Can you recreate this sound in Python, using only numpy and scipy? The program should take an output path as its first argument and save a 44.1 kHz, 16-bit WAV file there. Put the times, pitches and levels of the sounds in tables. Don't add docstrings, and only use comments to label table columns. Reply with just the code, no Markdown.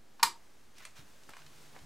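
import sys
import numpy as np
from scipy import signal
from scipy.fft import rfft, irfft
from scipy.io import wavfile

SR = 44100
rng = np.random.default_rng(int(sys.argv[2]) if len(sys.argv) > 2 else 0)


def transcribe(signal):
    frames = np.atleast_2d(signal).T
    limited = np.clip(frames, -1, 1)
    pcm = np.round(limited * 32767).astype(np.int16)
    wavfile.write(sys.argv[1], SR, pcm)


N = 81585

# frequency in Hz, side minus mid in dB.
WIDTH = [(30, -28.5), (70, -21), (140, -4), (300, -3), (700, -3.5), (2000, -10.5), (12000, -12.5)]
DIRECT_SIDE_DB = -15


def amp(db):
    return 10 ** (np.asarray(db) / 20)


def clock():
    return np.arange(N) / SR


def at_hz(points, hz):
    f, v = np.transpose(points)
    return np.interp(np.log(np.maximum(hz, 1)), np.log(f), v)


def bins():
    return np.arange(N // 2 + 1) * SR / N


def noise(gain, side_db):
    mid, side = rfft(rng.standard_normal((2, N)))
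    opposite = np.array([[1], [-1]])
    x = irfft(gain * (mid + amp(side_db) * side * opposite), N)
    return x / x.std()


def band(low_hz, high_hz, order=3):
    f = bins() + 1
    low_edge = 1 + (low_hz / f) ** (2 * order)
    high_edge = 1 + (f / high_hz) ** (2 * order)
    return 1 / np.sqrt(low_edge * high_edge)


def strike(start, rise, hold, t60):
    t = clock() - start
    decay = np.exp(-np.log(1000) * np.maximum(t - rise - hold, 0) / t60)
    return np.clip(t / rise, 0, 1) * decay


def swell(peak, rise, fall):
    t = clock() - peak
    return np.exp(-(t / np.where(t < 0, rise, fall)) ** 2)


def grain(rough, rate_hz):
    g = np.exp(rough * noise(band(23, rate_hz), DIRECT_SIDE_DB)[0])
    return g / np.sqrt(np.mean(g ** 2))


def pops():
    # start in seconds, chamber ring in dB, film crack in dB,
    # frequency in Hz above which the crack dulls.
    bursts = [(0.1946, -43.5, -42.5, 2300), (0.2276, -16, -19.5, 15000)]
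    # frequency in Hz, relative density in dB per Hz.
    crack_colour = [(100, -9), (430, 6), (620, -9), (830, 3), (1150, 6.5), (1700, -3), (2500, -2),
                    (3600, -3), (4700, 4.5), (6000, -6.5), (7600, -1.5), (10000, -5), (13500, -9),
                    (16000, -22)]
    # frequency in Hz, level in dB before the body gain, t60 in seconds.
    modes = [(1031, -12.5, 0.069), (1187, -13.5, 0.039), (1444, -11, .05), (1830, -14.5, 0.057),
             (2000, -37, .05), (2434, -12, 0.053), (2900, -18, .07), (4016, -14, 0.1), (4200, -11.5, 0.042),
             (4480, -9.5, .03), (4860, -23.5, .06), (5330, -5, 0.029), (6600, -15, .05),
             (7520, -26.5, 0.13), (9130, -20, .04), (10040, -17.5, 0.071)]
    body_db = 3
    dull_slope = 2.15
    chamber_hz, chamber_rise_s, chamber_t60_s = 955, 0.00293, 0.021
    crack_delay_s, crack_rise_s, crack_hold_s, crack_t60_s = 0.00056, 0.0026, 0.0042, 0.027
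    tear_rough, tear_grain_hz = 0.18, 900
    chamber_echo_db = -1.5
    chamber_room_db, crack_room_db, body_room_db = -11, -5, -23

    chamber, crack, body = np.zeros((3, 2, N))
    for start, ring_db, crack_db, dull_hz in bursts:
        torn = start + crack_delay_s

        def force(hz):
            return amp(crack_db) / np.sqrt(1 + (hz / dull_hz) ** (2 * dull_slope))

        ring = np.sin(2 * np.pi * chamber_hz * (clock() - start))
        chamber += amp(ring_db) * ring * strike(start, chamber_rise_s, 0, chamber_t60_s)

        coloured = noise(amp(at_hz(crack_colour, bins())), DIRECT_SIDE_DB)
        film = irfft(rfft(coloured) * force(bins()), N)
        tear = strike(torn, crack_rise_s, crack_hold_s, crack_t60_s)
        crack += film * grain(tear_rough, tear_grain_hz) * tear

        for hz, db, t60 in modes:
            mode = np.sin(2 * np.pi * (hz * (clock() - start) + rng.random()))
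            body += force(hz) * amp(db + body_db) * mode * strike(torn, crack_rise_s, 0, t60)
    crack, body = radiate(crack), radiate(body)
    wall = echo(amp(chamber_echo_db) * chamber)
    to_room = amp(chamber_room_db) * chamber + amp(crack_room_db) * crack + amp(body_room_db) * body
    return chamber + crack + body + wall + room(to_room)


def radiate(x):
    neck_hz, leak_db = 768, -17.5
    high_pass = signal.butter(5, neck_hz, "high", fs=SR, output="sos")
    return signal.sosfilt(high_pass, x + 1e-18) + amp(leak_db) * x


def echo(x):
    delay_s = 0.0076
    return np.array([np.interp(clock() - delay_s, clock(), channel, left=0) for channel in x])


def room(x):
    # frequency in Hz, t60 in seconds.
    decay_times = [(200, 0.39), (900, 0.23), (2000, 0.2), (4800, 0.2), (9000, 0.19), (15000, 0.11)]
    delay_s, rise_s, side_db = 0.0028, 0.0028, -16.5
    centres, tail = np.geomspace(125, 16000, 8), 0
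    white = rfft(noise(1, side_db))
    for hz in centres:
        share = at_hz(np.c_[centres, centres == hz], bins())
        tail = tail + irfft(white * share, N) * strike(delay_s, rise_s, 0, at_hz(decay_times, hz))
    tail = tail / np.sqrt(np.sum(tail ** 2) / 2)
    return signal.fftconvolve(x.mean(0)[None], tail, axes=1)[:, :N]


def ticks():
    # start in seconds, level in dB, lower edge in Hz, upper edge in Hz.
    snaps = [(0.5516, -62.5, 300, 1270), (0.7825, -52.5, 1100, 9000), (0.8045, -50, 930, 2270),
             (0.814, -63, 900, 2200), (0.852, -44, 1140, 3300), (0.8517, -47.5, 5300, 9600),
             (0.9076, -60.5, 2000, 9000), (1.002, -62, 900, 7850), (1.235, -58, 713, 7540),
             (1.291, -46, 595, 1820), (1.293, -53.5, 3500, 12200), (1.3035, -54, 348, 5370),
             (1.3354, -47, 650, 2660), (1.3677, -47.5, 525, 2120), (1.367, -55.5, 3080, 8200),
             (1.4186, -55.5, 694, 4000), (1.464, -51.5, 1180, 4930), (1.763, -49, 497, 1860),
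             (1.789, -56.5, 1200, 6100)]
    rise_s, hold_s, t60_s = 0.00042, 0.0025, 0.025
    snap_db, room_db = -4, -6.5
    x = 0
    for start, db, low, high in snaps:
        fizz = noise(1, DIRECT_SIDE_DB) * strike(start, rise_s, hold_s, t60_s)
        click = np.arange(N) == int((start + rise_s) * SR)
        snap = click * amp(snap_db) * np.sqrt(np.sum(fizz[0] ** 2))
        high = np.clip(high, 1.2 * low, 0.45 * SR)
        colour = signal.butter(2, [low, high], "band", fs=SR, output="sos")
        narrow_gain = np.sqrt(SR / 2 / (high - low) / 2)
        x = x + amp(db) * narrow_gain * signal.sosfilt(colour, fizz + snap + 1e-18)
    return x + amp(room_db) * room(x)


def rustles():
    # peak in seconds, rise in seconds, fall in seconds, level in dB.
    swells = [(0.789, 0.032, 0.065, -58.5), (0.855, 0.029, 0.033, -61), (0.974, 0.016, 0.044, -54),
              (1.298, 0.022, 0.031, -64.5), (1.385, 0.016, .045, -60.5), (1.765, 0.059, 0.032, -64)]
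    # frequency in Hz, relative density in dB per Hz.
    rustle_colour = [(200, -10), (600, -4), (1100, 4), (2400, 2.5), (3700, 0.5), (6500, -2.5),
                     (9000, -10.5), (15000, -14)]
    rough, grain_hz = 0.31, 400
    level = sum(amp(db) * swell(peak, rise, fall) for peak, rise, fall, db in swells)
    uneven = level * grain(rough, grain_hz)
    return uneven * noise(amp(at_hz(rustle_colour, bins())), at_hz(WIDTH, bins()))


def bumps():
    # peak in seconds, rise in seconds, fall in seconds, level in dB, upper edge in Hz.
    rub_table = [(0.253, 0.0092, 0.024, -50.5, 400), (1.01, 0.014, 0.059, -62.5, 268),
                 (1.292, .025, .025, -61, 460), (1.76, 0.028, 0.032, -58.5, 1070),
                 (1.83, 0.028, 0.037, -61.5, 181)]
    # start in seconds, level in dB, frequency in Hz.
    thud_table = [(0.234, -57, 69.6), (0.989, -48.5, 125), (1.816, -53.5, 73)]
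    rub_low_hz = 65
    thud_rise_s, thud_hold_s, thud_t60_s = 0.004, 0.002, 0.035
    width = at_hz(WIDTH, bins())
    rubs, thuds = 0, 0
    for peak, rise, fall, db, high in rub_table:
        rubs = rubs + amp(db) * swell(peak, rise, fall) * noise(band(rub_low_hz, high), width)
    for start, db, hz in thud_table:
        tone = np.sin(2 * np.pi * hz * (clock() - start))
        thuds = thuds + amp(db) * tone * strike(start, thud_rise_s, thud_hold_s, thud_t60_s)
    return rubs + thuds


def background():
    # frequency in Hz, relative density in dB per Hz.
    rumble_colour = [(15, -4), (25, 5), (40, -5.5), (80, -1), (150, -6), (220, -9), (300, -5), (600, -11),
                     (1200, -14.5), (3000, -17)]
    # frequency in Hz, relative density in dB per Hz.
    hiss_colour = [(200, 1), (500, 1), (1500, 1), (3000, -1.5), (6500, -3), (9000, -7), (13000, -11),
                   (16000, -15)]
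    # time in seconds, level in dB.
    hiss_course = [(0, -69), (.18, -67), (0.451, -66), (.72, -67), (0.918, -65.5), (1.08, -62.5),
                   (1.22, -63), (1.5, -61.5), (1.62, -58.5), (1.72, -61.5), (1.85, -61.5)]
    rumble_db = -67
    drone_hz, drone_width_hz, drone_db = 223, 14, -76.5
    hum_hz, hum_db, hum_start_s, hum_rise_s = 147.6, -65, 1.39, 0.015
    waver_depth, waver_top_hz = 0.5, 14
    width = at_hz(WIDTH, bins())

    rumble = amp(rumble_db) * noise(amp(at_hz(rumble_colour, bins())) * band(18, 2000), width)
    drone_peak = 1 / (1 + ((bins() - drone_hz) / drone_width_hz) ** 2)
    drone = amp(drone_db) * noise(drone_peak, width)
    hiss_gain = amp(np.interp(clock(), *np.transpose(hiss_course)))
    hiss = hiss_gain * noise(amp(at_hz(hiss_colour, bins())), width)
    waver = 1 + waver_depth * noise(band(2.1, waver_top_hz), width)
    onset = np.clip((clock() - hum_start_s) / hum_rise_s, 0, 1)
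    hum = amp(hum_db) * waver * onset * np.sin(2 * np.pi * hum_hz * clock())
    return rumble + drone + hiss + hum


def scene():
    pan_db = -0.44
    close = pops() + ticks() + rustles()
    return close * amp([[pan_db], [-pan_db]]) + bumps() + background()


def record(dry):
    offset = 0.0022
    stop_hz = 16200
    low_pass = signal.cheby2(20, 60, stop_hz, fs=SR, output="sos")
    return offset + signal.sosfilt(low_pass, dry)


dry = scene()
out = record(dry)
transcribe(out)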